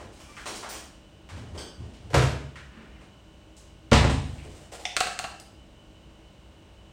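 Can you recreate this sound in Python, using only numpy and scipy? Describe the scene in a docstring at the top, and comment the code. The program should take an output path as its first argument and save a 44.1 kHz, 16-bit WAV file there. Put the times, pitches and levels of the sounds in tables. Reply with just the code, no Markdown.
"""Kitchen drawer, cupboard and jar lid

A fridge hums in a tiled kitchen. A cutlery drawer is pulled in short strokes and bumped shut; a jar is taken
from a wall cupboard, whose wooden door slams. Close by, its plastic lid is unscrewed and dropped on a steel
worktop, and a spoon pings. Struck parts are damped sines and filtered noise bursts, friction is gritty
filtered noise, the fridge and fan are shaped noise with steady tones; synthetic room tails set the distance.
"""
import sys
import numpy as np
from scipy import signal
from scipy.fft import rfft, irfft, next_fast_len
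from scipy.io import wavfile
from scipy.ndimage import uniform_filter1d

SR = 44100
rng = np.random.default_rng(int(sys.argv[2]) if len(sys.argv) > 2 else 0)


def wrap_up_sound(samples):
    """Save the sound to the file named by the first command line argument, as 16-bit audio."""
    columns = np.atleast_2d(samples).T
    # keep every value between -1 and 1, then stretch to whole-number steps
    tamed = np.clip(columns, -1, 1)
    steps = np.round(tamed * 32767).astype(np.int16)
    wavfile.write(sys.argv[1], SR, steps)


N = 305260  # length of the scene in samples
T = np.arange(SR) / SR  # one second of time, the longest any single sound lasts before the room
EDGE_HZ = 16000  # upper band limit

# Colour tables give relative shape only. Event levels are set before any room.
# Air noise colour: (frequency [Hz], level [dB])
AIR_COLOUR = [(15, -29), (24, -29), (32, -0.5), (60, 2), (95, -3), (115, -4), (300, -11.5), (500, -15.5),
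              (900, -19.5), (1900, -27.5), (2900, -25), (4500, -33), (8500, -36), (11500, -51.5),
              (15500, -44)]
AIR_DB = -53.5  # rms
# Broad hums and whine of a fan: (frequency [Hz], level [dB], width [Hz])
FAN_HUMS = [(59.7, -63, 11), (320.5, -66.5, 18), (2995, -73.5, 20)]
COMPRESSOR_HZ = 49.27
# Strong orders of the fridge compressor: (multiple of its pitch [count], level [dB])
COMPRESSOR_ORDERS = [(2, -67.5), (3, -67.5), (4, -65), (11, -72), (12, -69.5), (13, -72), (14, -83),
                     (21, -80), (45, -80.5), (57, -73.5), (58, -78), (60, -77), (61, -72), (80, -80),
                     (81, -83)]
# Light knocks and clicks of drawer, doors and shelf:
# (time [s], level [dB], centre [Hz], width [octaves])
KNOCKS = [(0.0, -46.5, 480, 0.99), (.368, -45, 1550, 0.71), (.458, -39, 720, 1.86), (.497, -47.5, 330, 0.8),
          (.63, -40.5, 870, 0.91), (1.29, -49, 1090, 1.37), (1.365, -51, 570, 1.4),
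          (1.549, -44.5, 330, 0.92), (1.582, -45, 288, 1.8), (1.937, -59.5, 2480, 1.15),
          (2.557, -47.5, 1610, 0.72), (3.012, -58.5, 400, 1.4), (3.567, -57.5, 7100, 1.4),
          (4.099, -50, 8100, 0.28), (4.381, -55, 2450, .3), (4.445, -48.5, 374, 0.52)]
# Rattle at 1 kHz; smaller parts settle sooner, by this power of their pitch
KNOCK_T60_S, KNOCK_SHORTENING = 0.069, 0.34
# Pushes on drawer and door: (start [s], length [s], level [dB])
PUSHES = [(0.0, 0.077, -47.5), (1.298, .29, -42), (1.765, 0.12, -41), (1.985, .13, -46)]
# Carcass rumble colour: (frequency [Hz], level [dB])
CARCASS_COLOUR = [(40, -25), (65, -6), (82, 0), (105, -3), (135, -13), (220, -14), (400, -32), (2000, -90)]
# Colour of the rollers' murmur under a push: (frequency [Hz], level [dB])
ROLLERS_COLOUR = [(100, -25), (240, 3.5), (420, -3.5), (700, -7.5), (1500, -18.5), (2600, -20.5),
                  (9000, -29.5), (12000, -53)]
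ROLLERS_DB = -9  # relative to the rumble
# Pulls that scrape the drawer along its runners: (start [s], length [s], level [dB])
DRAWER_PULLS = [(.115, 0.36, -52.5), (.448, 0.11, -41.5), (.685, 0.072, -39)]
# Runner scrape colour: (frequency [Hz], level [dB])
RUNNERS_COLOUR = [(150, -27), (250, 4), (400, -3), (860, -0.5), (1500, -6), (2320, -4.5), (4000, -8.5),
                  (5300, -7), (9000, -9), (11500, -26), (16000, -24)]
# Runner squeaks, level of the fundamental: (start [s], length [s], level [dB])
SQUEAKS = [(0.275, 0.023, -51), (0.361, .025, -50)]
# Pitch at the first squeak; it climbs as the drawer gathers speed
SQUEAK_HZ, SQUEAK_RISE_HZ_PER_S = 1147, 1480
# Cutlery jostling in the drawer:
# (time [s], level [dB], pitch scale of the modes [factor], ring relative to jangle [dB])
CLINKS = [(.461, -44.5, 0.83, -8), (.556, -46.5, 0.63, -14), (0.69, -46.5, 1.3, -19),
          (1.577, -44, 0.99, 12)]
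# Ringing modes of the cutlery: (frequency [Hz], level [dB], T60 [s])
CUTLERY_MODES = [(1550, -9, 0.28), (3140, 2.5, 0.067), (3480, 3, 0.04), (4570, -3, 0.11), (4700, 2, 0.085),
                 (5230, 3, 0.058), (6100, -4, 0.077), (6470, -2, 0.059), (7960, -2, 0.098), (8280, 1, 0.08),
                 (9470, -17, .15), (14400, -19, 0.12)]
# Colour of metal jangling: (frequency [Hz], level [dB])
JANGLE_COLOUR = [(1500, -14), (3000, -2), (5200, 5), (9000, 0.5), (11500, -16.5), (15500, -15)]
# One fork tine is plucked: (time [s], level [dB])
TINE_PING = (.691, -50)
# Ringing modes of the tine: (frequency [Hz], level [dB], T60 [s])
TINE_MODES = [(5300, -2, .15), (8930, -5, .15), (10320, -9, .25), (14450, -15, .3), (14930, 0, .07),
              (15120, -1, .06)]
# Blows of the drawer on its stop:
# (time [s], crack level [dB], brightness [dB/octave], nominal rattle T60 [s], boom level [dB])
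DRAWER_BLOWS = [(2.104, -51.5, 3, 0.15, -42), (2.133, -30, -1, 0.095, -40), (2.143, -21.5, 1, 0.064, -19.5),
                (2.176, -33, 0.5, 0.15, -24), (2.222, -34, 2, 0.078, -28.5)]
# Colour of the drawer's wooden crack: (frequency [Hz], level [dB])
DRAWER_WOOD = [(50, -23), (105, -4.5), (140, -4.5), (175, -12), (320, -15), (470, -14), (700, -16),
               (800, -19), (1300, -19.5), (1800, -23), (2840, -28), (8000, -39), (11000, -51.5),
               (16000, -66)]
# Booming modes of drawer and cabinet: (frequency [Hz], level [dB], T60 [s])
DRAWER_MODES = [(69.1, -1.5, 0.91), (79.5, -3, 0.8), (127.4, 3, 0.41), (137.8, -1.5, 0.9),
                (356, -10.5, 0.38), (426, -2, 0.14), (477, 2.5, 0.12), (559, -4, 0.27), (711, -5, 0.3),
                (917, -16, .25), (1045, -24, .3), (1343, -12, 0.27)]
# The jar is dragged over the shelf: (start [s], length [s], level [dB])
JAR_DRAGS = [(2.705, .125, -53), (2.86, 0.15, -58.5)]
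# Jar scrape colour: (frequency [Hz], level [dB])
JAR_COLOUR = [(600, -8), (1300, 2.5), (2500, -1), (3600, -11.5), (9000, -31), (14000, -49)]
# Colour of the shelf board droning under the jar: (frequency [Hz], level [dB])
SHELF_COLOUR = [(90, -23), (170, -1), (240, -2), (400, -13), (900, -32), (3000, -70)]
SHELF_DB = 1.5  # relative to the scrape
# Blows of the cupboard door on its frame:
# (time [s], crack level [dB], brightness [dB/octave], nominal rattle T60 [s], boom level [dB])
DOOR_BLOWS = [(3.915, -38, 5, .03, -43), (3.9185, -20, -1.5, 0.062, -16), (3.931, -20, 0.9, 0.047, -42),
              (3.958, -29.5, 0.5, 0.12, -40), (4.044, -27.5, -1.5, 0.072, -25),
              (4.098, -39, 2.5, 0.069, -31)]
# Colour of the door's wooden crack: (frequency [Hz], level [dB])
DOOR_WOOD = [(40, -27.5), (70, -10.5), (145, -5), (178, -16), (256, -7), (350, -19), (480, -19),
             (800, -16.5), (1050, -16.5), (1440, -20.5), (2000, -22.5), (3200, -24), (8300, -38.5),
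             (11000, -57), (16000, -67)]
# Booming modes of door and cupboard: (frequency [Hz], level [dB], T60 [s])
DOOR_MODES = [(40.5, -12, 1), (65.1, 2, 1), (72, -7, 0.82), (88.4, -3, 0.98), (101, -12, .6),
              (117.5, -3, 0.6), (142.4, -0.5, 0.92), (205.4, -10.5, 0.71), (237.7, -7, 0.47),
              (263, -8, 0.64), (332, -4, 0.27), (364, -2, 0.1), (457.8, 0.5, 0.22), (547, 3, 0.075),
              (603, -11, 0.8), (763, -14, 0.54), (1032, -9, 0.21), (1386, -1.5, 0.067)]
# Hands and sleeve rub as the lid is twisted, lifted off and carried: (start [s], length [s], level [dB])
HAND_RUBS = [(4.22, 0.19, -54.5), (4.425, 0.22, -53.5), (4.716, 0.036, -42), (4.79, .09, -46.5)]
# Hand and sleeve colour: (frequency [Hz], level [dB])
SLEEVE_COLOUR = [(240, -23), (450, -4), (700, -2), (1100, -12), (3000, -15), (6000, -17), (8500, -14.5),
                 (11500, -34), (16000, -33)]
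# The lid clicks against a utensil: (time [s], clack level [dB], ring level [dB])
LID_CLICK = (4.853, -36.5, -42)
# Colour of the clack: (frequency [Hz], level [dB])
CLACK_COLOUR = [(400, -21), (750, -3), (1000, -16.5), (1600, -20), (1950, -2), (3600, -4), (4300, -16),
                (5600, -3), (7000, -17.5), (9000, -21), (12000, -52)]
# Ringing modes of the click: (frequency [Hz], level [dB], T60 [s])
CLICK_MODES = [(722, -1, 0.056), (824, -8, 0.051), (2196, -2, 0.044), (2670, -14, .04), (3540, -1, 0.064),
               (3770, -5, .05)]
# The plastic lid on the worktop:
# (time [s], tap level [dB], brightness [dB/octave], hollow ring level [dB], chatter relative to contact [dB])
LID_TAPS = [(4.9665, -30.5, 2, -45, 2), (4.971, -36, -1, -50, 5), (5.0053, -31, 2, -43, 7.5),
            (5.009, -35.5, -1, -33.5, 5), (5.039, -44, -1, -63, -2), (5.071, -40.5, -0.5, -58, 4),
            (5.1908, -38.5, 3.5, -49, 1), (5.196, -47.5, -4, -43.5, 10), (5.241, -42, -1.5, -50, 12),
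            (5.247, -59, -4.5, -41, 12)]
# Lid tap colour: (frequency [Hz], level [dB])
LID_COLOUR = [(250, -26), (500, -14), (620, -11.5), (730, -3.5), (950, -20), (1340, -6.5), (1800, -10),
              (2300, -12), (2700, -9), (3490, -15.5), (4340, -13), (5300, -20), (8500, -19.5),
              (11100, -40.5), (16000, -43)]
# Hollow modes of the lid: (frequency [Hz], level [dB], T60 [s])
LID_MODES = [(738, 4, 0.047), (1124, 0.5, 0.027), (1337, -6.5, .08), (1600, -13, 0.19), (2755, -4, 0.056),
             (4170, -11.5, 0.091), (4460, -26, 0.17)]
# The spoon pings: (time [s], ring level [dB], tick level [dB])
SPOON_PING = (5.3995, -59.5, -57)
# Ringing modes of the spoon: (frequency [Hz], level [dB], T60 [s])
SPOON_MODES = [(4790, -5, .14), (4920, -1, .08), (7870, -7, .1), (9140, 0, .11), (12500, -17, .2),
               (14200, -17, .18)]
# Reverberation of the kitchen: (frequency [Hz], T60 [s])
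ROOM_T60 = [(60, 1), (250, 0.78), (1000, 0.56), (3000, 0.6), (8000, 0.52), (15000, 0.4)]


def amp(db):
    """Decibels to gain."""
    return 10 ** (np.asarray(db) / 20)


def evened(x):
    """Scales to rms 1."""
    return x / np.sqrt(np.mean(x ** 2) + 1e-20)


def sized(x, db):
    """Gives a hit the energy of a tenth of a second at this level."""
    return amp(db) * x * np.sqrt(SR / 10) / np.linalg.norm(x)


def read(points, hz):
    """Joins points by straight lines over log frequency."""
    f, value = np.transpose(points)
    return np.interp(np.log(hz + 1), np.log(f + 1), value)


def add(mix, s, sound):
    """Mixes a sound in at time s."""
    part = mix[max(0, round(s * SR)):][:len(sound)]
    part += sound[:len(part)]


def coloured(x, spectrum, tilt_db=0, size=4096):
    """Causal minimum-phase filter with the given spectrum, tilted in dB per octave about 1 kHz."""
    hz = abs(np.fft.fftfreq(size, 1 / SR))
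    octaves = np.log2(np.maximum(hz, 100) / 1000)  # the tilt levels off below 100 Hz
    gain_db = np.maximum(read(spectrum, hz) + tilt_db * octaves, -100)
    log_gain = np.log(amp(gain_db))
    taps = np.fft.ifft(np.exp(np.conj(signal.hilbert(log_gain)))).real
    return signal.oaconvolve(x, taps[:size // 2])[:len(x)]


def dying(t60):
    """An exponential decay, 60 dB down after t60 seconds."""
    return np.exp(-np.log(1000) * T / np.maximum(t60, 1e-3))


def ring(modes, scale=1):
    """Damped sines of a struck body, in alternating polarity."""
    out = np.zeros(len(T))
    for k, (hz, db, t60) in enumerate(modes):
        t = T[T < 2 * t60]
        decay = np.exp(-np.log(1000) * t / t60)
        add(out, 0, (-1) ** k * amp(db) * decay * np.sin(2 * np.pi * hz * scale * t))
    return out


def contact(t60, chatter_db):
    """One sharp contact, then a dying chatter of loose parts, flattened in spectrum."""
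    force = rng.standard_normal(len(T)) * dying(t60)
    force *= amp(chatter_db) / np.linalg.norm(force)
    force[0] += 1
    phase = np.angle(rfft(force))
    flattened = irfft(np.exp(1j * phase), len(T))
    return flattened * dying(4 * t60)  # reins in the spread left by flattening


def stroke(length, attack_s, release_s):
    """The speed of one movement: it builds up, holds and dies away."""
    return np.minimum(T / attack_s, 1) * np.exp(-np.maximum(T - length, 0) / release_s)


def rub(strokes, colour, attack_s, release_s, grain_db=0, bump_db=0):
    """Friction: a dense stream of tiny slips, uneven on a fine (grain) and a coarser (bump) scale."""
    out = np.zeros(N)
    for s, length, db in strokes:
        slips, grains, bumps = rng.standard_normal((3, len(T)))
        uneven_db = grain_db * evened(uniform_filter1d(grains, size=120))
        uneven_db += bump_db * evened(uniform_filter1d(bumps, size=900))
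        friction = evened(coloured(slips * amp(uneven_db), colour))
        add(out, s, amp(db) * stroke(length, attack_s, release_s) * friction)
    return out


def room(x, direct_db, build_s):
    """Direct sound plus dense reflections from the tiles, each band dying at its own speed."""
    hz, t, z = signal.stft(rng.standard_normal(len(T)), SR, nperseg=256)
    z = z * np.exp(-np.log(1000) * t / read(ROOM_T60, hz)[:, None])
    tail = signal.istft(z, SR, nperseg=256)[1][:len(T)] * (1 - np.exp(-T / build_s))
    spectrum = rfft(tail)
    spectrum /= np.sqrt(uniform_filter1d(abs(spectrum) ** 2, size=90))  # a diffuse field favours no band
    response = irfft(spectrum, len(T)) * np.minimum(2 * (1 - T), 1) ** 2  # fades to silence at its end
    response[0] += amp(direct_db)
    return signal.fftconvolve(x, response / np.linalg.norm(response))[:N]


def appliance(faint_db=-4, scatter_db=4):
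    """Air noise, a fan's hum and the fridge compressor's buzz of many faint orders and a few strong ones."""
    size = next_fast_len(N, True)
    bins = np.fft.rfftfreq(size, 1 / SR)
    air = amp(AIR_DB) * evened(amp(read(AIR_COLOUR, bins)))
    fan = sum(amp(db) * evened(1 / (1 + (2 * (bins - hz) / width) ** 4)) for hz, db, width in FAN_HUMS)
    hiss = irfft((air + fan) * rfft(rng.standard_normal(size)), size)
    multiples = np.arange(2, 190)
    at = np.round(multiples * COMPRESSOR_HZ * size / SR).astype(int)
    # the faint orders follow the colour of the air noise, each with a height of its own
    scatter = amp(faint_db + scatter_db * rng.standard_normal(len(at)))
    heights = air[at] * np.sqrt(2 * COMPRESSOR_HZ / SR) * scatter
    for multiple, db in COMPRESSOR_ORDERS:
        heights[multiples == round(multiple)] = amp(db)
    lines = np.zeros(len(bins), complex)
    lines[at] = heights * np.exp(2j * np.pi * rng.random(len(at)))
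    buzz = irfft(lines, size) * size / np.sqrt(2)  # each height becomes the rms of its tone
    return (hiss + buzz)[:N]


def knocks():
    """Light wooden contacts: the higher a part is pitched, the shorter it rattles."""
    out, hz = np.zeros(N), np.geomspace(30, EDGE_HZ, num=40)
    for s, db, centre_hz, width in KNOCKS:
        t60 = KNOCK_T60_S * (1000 / centre_hz) ** KNOCK_SHORTENING
        hump_db = -20 * np.log10(1 + (np.log2(hz / centre_hz) / width) ** 2)
        dull_db = read([(8800, 3.5), (11500, -13.0)], hz)  # shelves the top down
        knock = coloured(contact(t60, 3.1), np.c_[hz, hump_db + dull_db])
        add(out, s, sized(knock, db))
    return out


def carcass():
    """Pushes on drawer and door make the cabinet carcass rumble: low filtered noise."""
    return rub(PUSHES, CARCASS_COLOUR, attack_s=0.022, release_s=0.033)


def squeak(waver=0.024, overtone=.9):
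    """The runner sticks and slips at an unsteady, rising rate: a tone and its octave."""
    out = np.zeros(N)
    for s, length, db in SQUEAKS:
        hz = SQUEAK_HZ + SQUEAK_RISE_HZ_PER_S * (s - SQUEAKS[0][0] + T)
        unsteady = 1 + waver * evened(uniform_filter1d(rng.standard_normal(len(T)), size=150))
        phase = 2 * np.pi * np.cumsum(hz * unsteady) / SR
        tone = np.sin(phase) + overtone * np.sin(2 * phase)
        add(out, s, amp(db) * stroke(length, attack_s=0.012, release_s=.015) * tone)
    return out


def runners():
    """The drawer scrapes and squeaks when pulled; rollers murmur under the pushes."""
    scrape = rub(DRAWER_PULLS, RUNNERS_COLOUR, attack_s=0.0098, release_s=0.017, grain_db=6.0, bump_db=0.3)
    murmur = rub(PUSHES, ROLLERS_COLOUR, attack_s=0.021, release_s=.03, grain_db=3, bump_db=1.8)
    return scrape + squeak() + amp(ROLLERS_DB) * murmur


def cutlery(spread=0.0195):
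    """Three spoons of nearly equal size jangle and ring in each clink; one fork tine pings."""
    out = np.zeros(N)
    for s, db, scale, ring_db in CLINKS:
        ringing = np.zeros(len(T))
        for k in (-1, 0, 1):
            spoon = sized(ring(CUTLERY_MODES, scale * (1 + k * spread)), -4 * abs(k))
            ringing += signal.fftconvolve(contact(0.016, 0), spoon)[:len(T)]
        jangle = coloured(contact(0.065, 12), JANGLE_COLOUR)
        add(out, s, sized(sized(jangle, 0) + sized(ringing, ring_db), db))
    s, db = TINE_PING
    add(out, s, sized(ring(TINE_MODES), db))
    return out


def slam(blows, wood, modes, swell_s, chatter_db, direct_db):
    """Each blow cracks and rattles the wood in the room and sets panels and cabinet booming."""
    crack, boom = np.zeros((2, N))
    panels = ring(modes) * (1 - np.exp(-T / swell_s))  # heavy panels take a moment to get moving
    for s, db, tilt_db, t60, boom_db in blows:
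        add(crack, s, sized(coloured(contact(t60, chatter_db), wood, tilt_db), db))
        add(boom, s, sized(panels, boom_db))
    return room(crack, direct_db, build_s=0.0013) + boom


def drawer_slam():
    """The drawer bumps its stop in a cluster of wooden blows."""
    return slam(DRAWER_BLOWS, DRAWER_WOOD, DRAWER_MODES, swell_s=0.0028, chatter_db=7.5, direct_db=-6)


def jar():
    """The jar's base scrapes over the shelf, which drones along."""
    scrape = rub(JAR_DRAGS, JAR_COLOUR, attack_s=0.023, release_s=.02, grain_db=2.5, bump_db=2.5)
    drone = rub(JAR_DRAGS, SHELF_COLOUR, attack_s=0.019, release_s=.03)
    return scrape + amp(SHELF_DB) * drone


def door_slam():
    """The cupboard door strikes its frame in a cluster of wooden blows."""
    return slam(DOOR_BLOWS, DOOR_WOOD, DOOR_MODES, swell_s=0.00091, chatter_db=10.0, direct_db=-5.0)


def hands():
    """Hands and sleeve rub around the lid: soft, slightly grainy friction."""
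    return rub(HAND_RUBS, SLEEVE_COLOUR, attack_s=0.0077, release_s=0.033, grain_db=1.5, bump_db=1.5)


def worktop():
    """The lid clicks, drops and rocks to rest, its hollow ringing; then the spoon is lifted and pings."""
    out = np.zeros(N)
    s, clack_db, ring_db = LID_CLICK
    clack = coloured(contact(0.069, 12), CLACK_COLOUR)
    add(out, s, sized(clack, clack_db) + sized(ring(CLICK_MODES), ring_db))
    for s, db, tilt_db, ring_db, chatter_db in LID_TAPS:
        tap = coloured(contact(0.031, chatter_db), LID_COLOUR, tilt_db)
        add(out, s, sized(tap, db) + sized(ring(LID_MODES), ring_db))
    s, ring_db, tick_db = SPOON_PING
    tick = coloured(contact(0.022, 2.5), JANGLE_COLOUR, tilt_db=1.2)
    add(out, s, sized(ring(SPOON_MODES), ring_db) + sized(tick, tick_db))
    return out


def scene():
    """Cabinets at the far wall, heard mostly through the room; worktop close by; booms and hum kept dry."""
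    far = room(knocks() + runners() + cutlery() + jar(), direct_db=-12, build_s=.002)
    near = room(hands() + worktop(), direct_db=2.5, build_s=0.0052)
    return (appliance() + carcass() + drawer_slam() + door_slam() + far + near)[None]


def record(dry):
    """The band limit: a steep low-pass."""
    lowpass = signal.firwin(511, EDGE_HZ, window=("kaiser", 9), fs=SR)
    return signal.oaconvolve(dry, lowpass[None], "same")


dry = scene()
out = record(dry)
wrap_up_sound(out)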